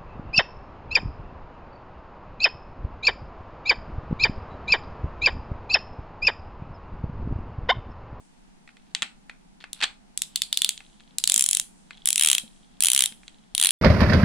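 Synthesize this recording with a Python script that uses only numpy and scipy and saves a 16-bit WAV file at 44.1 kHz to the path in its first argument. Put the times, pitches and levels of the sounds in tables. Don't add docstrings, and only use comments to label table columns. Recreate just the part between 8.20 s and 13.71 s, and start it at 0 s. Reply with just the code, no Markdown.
import sys
import numpy as np
from scipy import signal
from scipy.fft import rfft, irfft
from scipy.io import wavfile

SR = 44100
rng = np.random.default_rng(int(sys.argv[2]) if len(sys.argv) > 2 else 0)


def dump(signal):
    limited = np.clip(np.atleast_2d(signal).T, -1, 1)
    pcm = np.round(limited * 32767).astype(np.int16)
    wavfile.write(sys.argv[1], SR, pcm)


N = 242991
TIME = np.arange(N) / SR
RING_TIME = TIME[:SR // 5]
BRISK_TEETH_PER_S = 66.4

# frequency in Hz, relative level in dB, decay time t60 in seconds.
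BODY_MODES = [(810, -12, 0.022), (860, -14.5, 0.021), (1170, -13, 0.029), (1434, -4, 0.016),
              (1710, -10, 0.011), (1802, 0.5, 0.014), (2127, -1, 0.023), (2260, -3.5, 0.017),
              (2518, 4.5, 0.015)]
# frequency in Hz, relative level in dB, t60 in seconds.
SPOOL_MODES = [(2190, -9.5, 0.0044), (2741, -3, 0.008), (3215, 2, 0.0099), (3356, 3.5, 0.0091),
               (3812, 0.5, 0.0092), (4145, -1.5, 0.0072), (4394, -4, 0.0057)]
# frequency in Hz, relative density in dB per Hz.
CRUNCH_SPECTRUM = [(50, -36), (150, -21), (300, -19), (500, -25), (800, -10), (1200, -3), (2400, -1),
                   (4300, 3), (5200, -11), (8200, -18), (10500, -30), (15000, -45)]
# start and end in seconds, ticks per second, mean tick level in dB.
FINGER_SHIFTS = [(2.147, 2.582, 20.4, -45.5), (2.601, 2.93, 25, -54), (3.721, 3.856, 53, -49.5),
                 (4.262, 4.578, 35, -56), (4.902, 5.34, 25.1, -56)]


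def clicker():
    # frequency in Hz, relative level in dB, t60 in seconds.
    ratchet_modes = [(5426, -7, 0.0065), (6180, -4.5, 0.0059), (7300, -6, 0.0013), (7036, 2, 0.0058),
                     (7690, 2, .007), (8230, -8, 0.0066)]
    # frequency in Hz, relative level in dB, t60 in seconds.
    pawl_modes = [(8670, -2, 0.0063), (9440, 1.5, 0.0052), (9536, 3.5, 0.0063), (10040, -3, 0.0066),
                  (10430, -3, 0.0083), (12300, -14.5, 0.0019), (13740, -2.5, 0.0025)]
    # frequency in Hz, relative density in dB per Hz.
    contact_spectrum = [(40, -34.5), (150, -14), (500, -23.5), (900, -13.5), (1800, -6.5), (3300, 4.5),
                        (5000, 3), (9500, 6), (12000, 1), (14000, -0.5), (16000, -9.5)]
    # time in seconds, pitch ratio.
    spool_pitch = [(2.0, 1.07), (2.3, 1.12), (2.5, 1.054), (3.0, 1.25), (3.17, 0.983), (4.8, 0.97),
                   (5.5, 1.028)]
    body_under_spool_db, body_db_per_doubling = -14.5, 5.5
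    pawl_rise_per_doubling = 0.0087

    s, speed, spool_db, ratchet_db, pawl_db = clicks()
    doublings = np.log2(speed / BRISK_TEETH_PER_S)
    force_db = np.mean([spool_db, ratchet_db, pawl_db], axis=0)
    body_db = spool_db + body_under_spool_db + body_db_per_doubling * doublings
    spool_tuning = np.interp(s, *np.transpose(spool_pitch))[:, None]
    pawl_tuning = 1 + pawl_rise_per_doubling * doublings[:, None]

    spool = strike(SPOOL_MODES, s, spool_db, rise_s=0.00039, detune=0.014, spread_db=3.0, skew=0.072,
                   tuning=spool_tuning)
    ratchet = strike(ratchet_modes, s, ratchet_db, rise_s=0.00028, detune=0.021, spread_db=0.5, skew=0.45)
    pawl = strike(pawl_modes, s, pawl_db + .5, rise_s=0.00047, detune=0.015, spread_db=3.3, skew=0.6,
                  tuning=pawl_tuning)
    body = strike(BODY_MODES, s, body_db, rise_s=0.00086, detune=0.048, spread_db=1.5, skew=0.27)
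    contact = crack(contact_spectrum, s, force_db - 2, rise_s=0.00027, t60=0.013)
    return spool + ratchet + pawl + body + contact


def clicks():
    # time in seconds, spool ring level in dB,
    # common level of pawl and ratchet in dB before the pawl's trim.
    single_clicks = [(1.5306, -27, -28), (1.9753, -25.5, -19.5), (2.019, -19, -16), (2.1585, -14, -17.5),
                     (2.2191, -12, -18.5), (2.3274, -12, -20), (2.373, -11, -16), (2.4187, -11, -17),
                     (2.4456, -8.5, -16.5), (2.491, -13.5, -14), (2.9839, -19.5, -17.5)]
    # time in seconds, spool speed in teeth per second.
    twist_speeds = [
        [(3.0392, 17.9), (3.096, 49.9), (3.119, 41.5), (3.214, 72.1), (3.266, 34.7), (3.341, 56.2),
         (3.402, 28.0)],
        [(3.857, 52.9), (3.88, 74.1), (3.932, 27.2), (4.011, 72.4), (4.021, 85.4), (4.117, 68.0), (4.185, 16.8)],
        [(4.6056, 41.8), (4.647, 104.1), (4.682, 58.4), (4.775, 70.7), (4.843, 59.6), (4.862, 24.7)],
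        [(5.3494, 26.2), (5.378, 41.1), (5.448, 105.6), (5.49, 32.9), (5.511, 100.9)],
    ]
    # time in seconds,
    # spool ring level in dB, ratchet ring level in dB.
    free_rings = [
        [(3.04, -14, -12), (3.09, -13.5, -12.5), (3.14, -19, -9), (3.24, -24, -14), (3.4, -21, -15)],
        [(3.86, -21.5, -18.5), (3.95, -21.5, -12), (3.99, -15, -19), (4.08, -15, -16), (4.12, -12.5, -13.5),
         (4.18, -14.5, -18)],
        [(4.61, -21.5, -17), (4.68, -16, -16.5), (4.74, -18, -17), (4.81, -12.5, -13.5), (4.86, -17, -20)],
        [(5.35, -18, -21.5), (5.45, -13.5, -20.5), (5.51, -15.5, -23)],
    ]
    eased_teeth_per_s = 17
    singles = [(s, eased_teeth_per_s, spool_db, db, db) for s, spool_db, db in single_clicks]
    twists = [twist(speeds, ring) for speeds, ring in zip(twist_speeds, free_rings)]
    return np.vstack([singles] + twists).T


def twist(speeds, free_ring):
    brisk_pawl_db, pawl_db_per_doubling = -11, 3
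    t = np.arange(speeds[0][0], speeds[-1][0], 1 / SR)
    teeth_passed = np.cumsum(np.interp(t, *np.transpose(speeds))) / SR
    s = np.interp(np.arange(teeth_passed[-1]), teeth_passed, t)
    speed = np.interp(s, *np.transpose(speeds))
    at, spool_db, ratchet_db = np.transpose(free_ring)
    pawl_db = brisk_pawl_db + pawl_db_per_doubling * np.log2(speed / BRISK_TEETH_PER_S)
    return np.transpose([s, speed, np.interp(s, at, spool_db), np.interp(s, at, ratchet_db), pawl_db])


def handling():
    return knocks() + bail_wire() + creaks() + finger_ticks() + bumps()


def knocks():
    # time in seconds, body and spool level in dB before trims.
    knock_levels = [(0.4759, -39.5, -48), (0.4903, -41, -58), (0.569, -45.5, -45.5), (0.7493, -24, -10.5),
                    (0.8214, -17, -12.5), (0.828, -22, -15), (0.833, -30, -28), (1.0962, -28.5, -38),
                    (1.4402, -28.5, -40), (1.6136, -24, -24), (1.6239, -20, -25), (1.6294, -21.5, -26),
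                    (1.6352, -21, -12), (1.6396, -23, -11.5), (2.577, -60, -27), (2.6043, -37, -42),
                    (2.805, -47.5, -44.5), (3.7077, -31, -37), (3.773, -54, -43), (4.923, -43, -36.5),
                    (5.0323, -44.5, -50.5), (5.08, -45.5, -30)]
    # frequency in Hz, relative density in dB per Hz.
    scuff_spectrum = [(300, -38), (2000, -15), (5000, 1), (8000, 10), (9500, -3), (11500, -18.5),
                      (16000, -29.5)]
    s, body_db, spool_db = np.transpose(knock_levels)
    body = strike(BODY_MODES, s, body_db - 0.5, rise_s=0.00023, detune=0.033, spread_db=-0.5, skew=0.12)
    spool = strike(SPOOL_MODES, s, spool_db - 3.5, rise_s=0.00017, detune=.03, spread_db=1.5, skew=0.17)
    crunch = crack(CRUNCH_SPECTRUM, s, body_db - 9.5, rise_s=.0001, t60=0.036)
    scuff = crack(scuff_spectrum, s, spool_db - 9, rise_s=.0001, t60=0.012)
    return body + spool + crunch + scuff


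def bail_wire():
    # frequency in Hz, relative level in dB, t60 in seconds.
    wire_modes = [(2620, -1, .13), (3250, -0.5, .14), (3900, -3.5, .17), (4120, -2, .19), (4270, -1, .19),
                  (4420, -3, .17)]
    hit_s, hit_db = 1.6356, -26
    return strike(wire_modes, [hit_s], [hit_db], rise_s=0.0012, detune=.012, spread_db=3.0, skew=0.38, size=8800)


def creaks():
    # start and end in seconds, slips per second, mean level in dB.
    slips = [(0.47, 0.74, 110, -63.5), (0.822, 0.84, 430, -46), (1.403, 1.425, 310, -47),
             (1.56, 1.603, 250, -52.5), (1.603, 1.655, 440, -31), (1.624, 1.642, 630, -24.5)]
    return crack(CRUNCH_SPECTRUM, *scatter(slips, spread_db=3.5), rise_s=.0001, t60=0.028)


def finger_ticks():
    times, levels_db = scatter(FINGER_SHIFTS, spread_db=4.5)
    return strike(SPOOL_MODES, times, levels_db, rise_s=0.00059, detune=0.016, spread_db=-0.5, skew=.2)


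def bumps():
    # frequency in Hz, relative level in dB, t60 in seconds.
    grip_modes = [(151, -0.5, 0.073), (217.5, 8, 0.084), (496, -2.5, 0.052)]
    # time in seconds, level in dB.
    hand_bumps = [(0.826, -38), (3.162, -36.5), (4.235, -34), (4.918, -41)]
    return strike(grip_modes, *np.transpose(hand_bumps), rise_s=0.0013, detune=0.0173, spread_db=-1.5,
                  skew=0.36, size=4400)


def scatter(stretches, spread_db, count=32):
    times, levels = [], []
    for start, end, per_s, db in stretches:
        s = start + np.cumsum(rng.exponential(1, count)) / per_s
        contact_db = db + spread_db * rng.standard_normal(count)
        times.append(s[s < end])
        levels.append(contact_db[s < end])
    return np.concatenate(times), np.concatenate(levels)


def strike(modes, times, levels_db, rise_s, detune, spread_db, skew, tuning=1, size=700):
    t, rings = RING_TIME[:size], 0
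    for hz, db, t60 in modes:
        pitch, strength, turn, side = rng.standard_normal((len(times), 4)).T[:, :, None]
        mode_hz = hz * tuning * (1 + detune * pitch)
        phase = 2 * np.pi * mode_hz * t + np.cumsum(turn, axis=0)
        decay = from_db(db + spread_db * strength - 60 * t / t60)
        rings = rings + decay * np.sin([phase + skew * side, phase - skew * side])
    return place(times, levels_db, rings * (1 - np.exp(-(t / rise_s) ** 2)))


def crack(spectrum, times, levels_db, rise_s, t60, size=600):
    likeness = [(300, .2), (1200, 0.37), (3000, 1.0), (6000, 0.22), (13000, 0.18)]   # Hz, correlation
    grit = noise(spectrum, likeness, size=size * len(times)).reshape(2, -1, size)
    t = RING_TIME[:size]
    return place(times, levels_db, grit * from_db(-60 * t / t60) * (1 - np.exp(-(t / rise_s) ** 2)))


def place(times, levels_db, sounds):
    out = np.zeros((2, N + len(RING_TIME)))
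    millisecond = SR / 1000
    for s, db, sound in zip(times, levels_db, sounds.swapaxes(0, 1)):
        at = int(np.clip(s * SR, 0, N - 1))
        out[:, at:at + sound.shape[1]] += from_db(db) * np.sqrt(millisecond) * unit_energy(sound)
    return out[:, :N]


def ports(x):
    left = x[0] + 0.16 * resonance(x[0], 8700, 1100)
    right = x[1] - 1.67 * resonance(x[1], 9060, 1100)
    return np.array([left, right + 0.083 * resonance(right, 10700, 1000)])


def resonance(x, hz, width_hz):
    return signal.lfilter(*signal.iirpeak(hz, hz / width_hz, fs=SR), x + 1e-18)


def reverberate(source, tail_db, echo_db, count=3):
    return sum(room(source(), tail_db, echo_db) for _ in range(count)) / np.sqrt(count)


def room(x, tail_db, echo_db):
    # frequency in Hz, relative level in dB.
    room_colour = [(200, 0), (900, 4), (2400, 1), (3600, -0.5), (5200, 1), (7000, -2), (8300, 0),
                   (9700, -3), (10800, 0), (12200, -4), (16000, -9.5)]
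    # frequency in Hz, t60 in seconds.
    room_t60 = [(200, 0.51), (1000, 0.26), (3000, 0.22), (8000, 0.23), (15000, 0.29)]
    # delay in seconds, spread in seconds, level in dB before echo_db is added.
    reflections = [(.0088, 0.00088, -30.5), (0.016, 0.0019, -21)]
    size = SR // 2
    t, hz = TIME[:size], np.fft.rfftfreq(size, 1 / SR)
    likeness = [(200, -0.014), (1200, 0.14), (3000, 0.13), (7000, 0.15)]   # Hz, correlation
    diffuse = noise(room_colour, likeness, size=size)
    edges = np.r_[0, np.geomspace(300, SR / 2, 9)]
    spectrum, tail = rfft(diffuse), 0
    for low, high in zip(edges, edges[1:]):
        band = irfft(spectrum * ((hz >= low) & (hz < high)), size)
        tail = tail + band * from_db(-60 * t / at_hz(room_t60, (low + high) / 2))
    build_up = 1 - np.exp(-t / 0.0039)
    response = from_db(tail_db) * unit_energy(tail * build_up)
    for delay, spread, db in reflections:
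        window = np.exp(-.5 * ((t - delay) / spread) ** 2)
        response += from_db(db + echo_db) * unit_energy(diffuse[:, ::-1] * window)
    mono = x.mean(axis=0)[None]
    return signal.fftconvolve(mono, response, axes=1)[:, :N]


def rubbing():
    # frequency in Hz, relative density in dB per Hz.
    rub_spectrum = [(1000, -11.5), (2500, -8), (3300, 4.5), (4500, -4.5), (8000, -16), (10500, -27.5),
                    (13000, -44.5)]
    under_ticks_db, fade_db_per_s = -16, 130
    gains = [swell(start, end, db + under_ticks_db, fade_db_per_s, fade_db_per_s)
             for start, end, _, db in FINGER_SHIFTS]
    return np.max(gains, axis=0) * noise(rub_spectrum, [(1, .6)], size=N)


def hiss():
    # frequency in Hz, relative density in dB per Hz.
    hiss_spectrum = [(2000, -21.5), (5000, -3.5), (8000, 2.5), (10000, 0.5), (11500, -32.5)]
    pause_s, delay_s = .4, .18
    s = clicks()[0]
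    crests = s[:-1][np.diff(s) > pause_s] + delay_s
    later_crests = crests[crests > s[1]]
    gain = sum(swell(at, at, db=-64, rise_db_per_s=69.5, fall_db_per_s=59) for at in later_crests)
    gain = gain + swell(0, .06, db=-68.5, rise_db_per_s=0, fall_db_per_s=110)
    return gain * noise(hiss_spectrum, [(1, 0.1)], size=N)


def room_hum():
    # frequency in Hz, relative density in dB per Hz.
    hum_spectrum = [(15, -8), (28, 0.1), (42, -11), (65, -16), (115, -20.5), (155, -7), (195, -2.5),
                    (260, -9.5), (360, -18), (560, -24), (700, -18.5), (850, -17), (1080, -25),
                    (2000, -27.5), (5000, -32.5), (9800, -34.5), (12000, -50), (16000, -60)]
    # frequency in Hz, correlation from -1 to 1.
    hum_likeness = [(30, 0.88), (55, -0.19), (80, -0.64), (150, -0.34), (250, -0.37), (500, -0.42),
                    (1000, -0.24), (8000, -0.25)]
    hum_db = -55
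    return from_db(hum_db) * waver(depth_db=0.6, per_s=5) * noise(hum_spectrum, hum_likeness, size=N)


def background():
    return room_hum() + rubbing() + hiss()


def swell(start, end, db, rise_db_per_s, fall_db_per_s):
    rise_db = rise_db_per_s * np.maximum(start - TIME, 0)
    fall_db = fall_db_per_s * np.maximum(TIME - end, 0)
    return from_db(db - rise_db - fall_db)


def waver(depth_db, per_s, count=200):
    return from_db(depth_db * np.interp(TIME * per_s, np.arange(count), rng.standard_normal(count)))


def noise(spectrum, likeness, size):
    hz = np.fft.rfftfreq(size, 1 / SR)
    mid, side = rfft(rng.standard_normal((2, size))) * from_db(at_hz(spectrum, hz))
    alike = np.clip(at_hz(likeness, hz), -1, 1)
    stereo = np.sqrt(1 + alike) * mid + np.sqrt(1 - alike) * side * [[1], [-1]]
    return unit_energy(irfft(stereo, size)) * np.sqrt(size)


def at_hz(points, hz):
    f, value = np.transpose(points)
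    return np.interp(np.log(np.maximum(hz, 1)), np.log(f), value)


def unit_energy(x):
    return x / np.sqrt(np.mean(np.sum(x ** 2, axis=-1)) + 1e-20)


def from_db(db):
    return 10 ** (np.asarray(db) / 20)


def scene():
    direct = ports(clicker() + handling())
    click_room = reverberate(clicker, tail_db=-13.5, echo_db=3.5)
    handling_room = reverberate(handling, tail_db=-13.5, echo_db=-1.0)
    return direct + click_room + handling_room + background()


def record(dry):
    cutoff_hz = 16200
    rounded = dry / (1 + np.abs(dry / 1.05) ** 4) ** (1 / 4)
    low_pass = signal.ellip(10, .1, 70, cutoff_hz, fs=SR, output="sos")
    return signal.sosfilt(low_pass, rounded)


dry = scene()
out = record(dry)
dump(out)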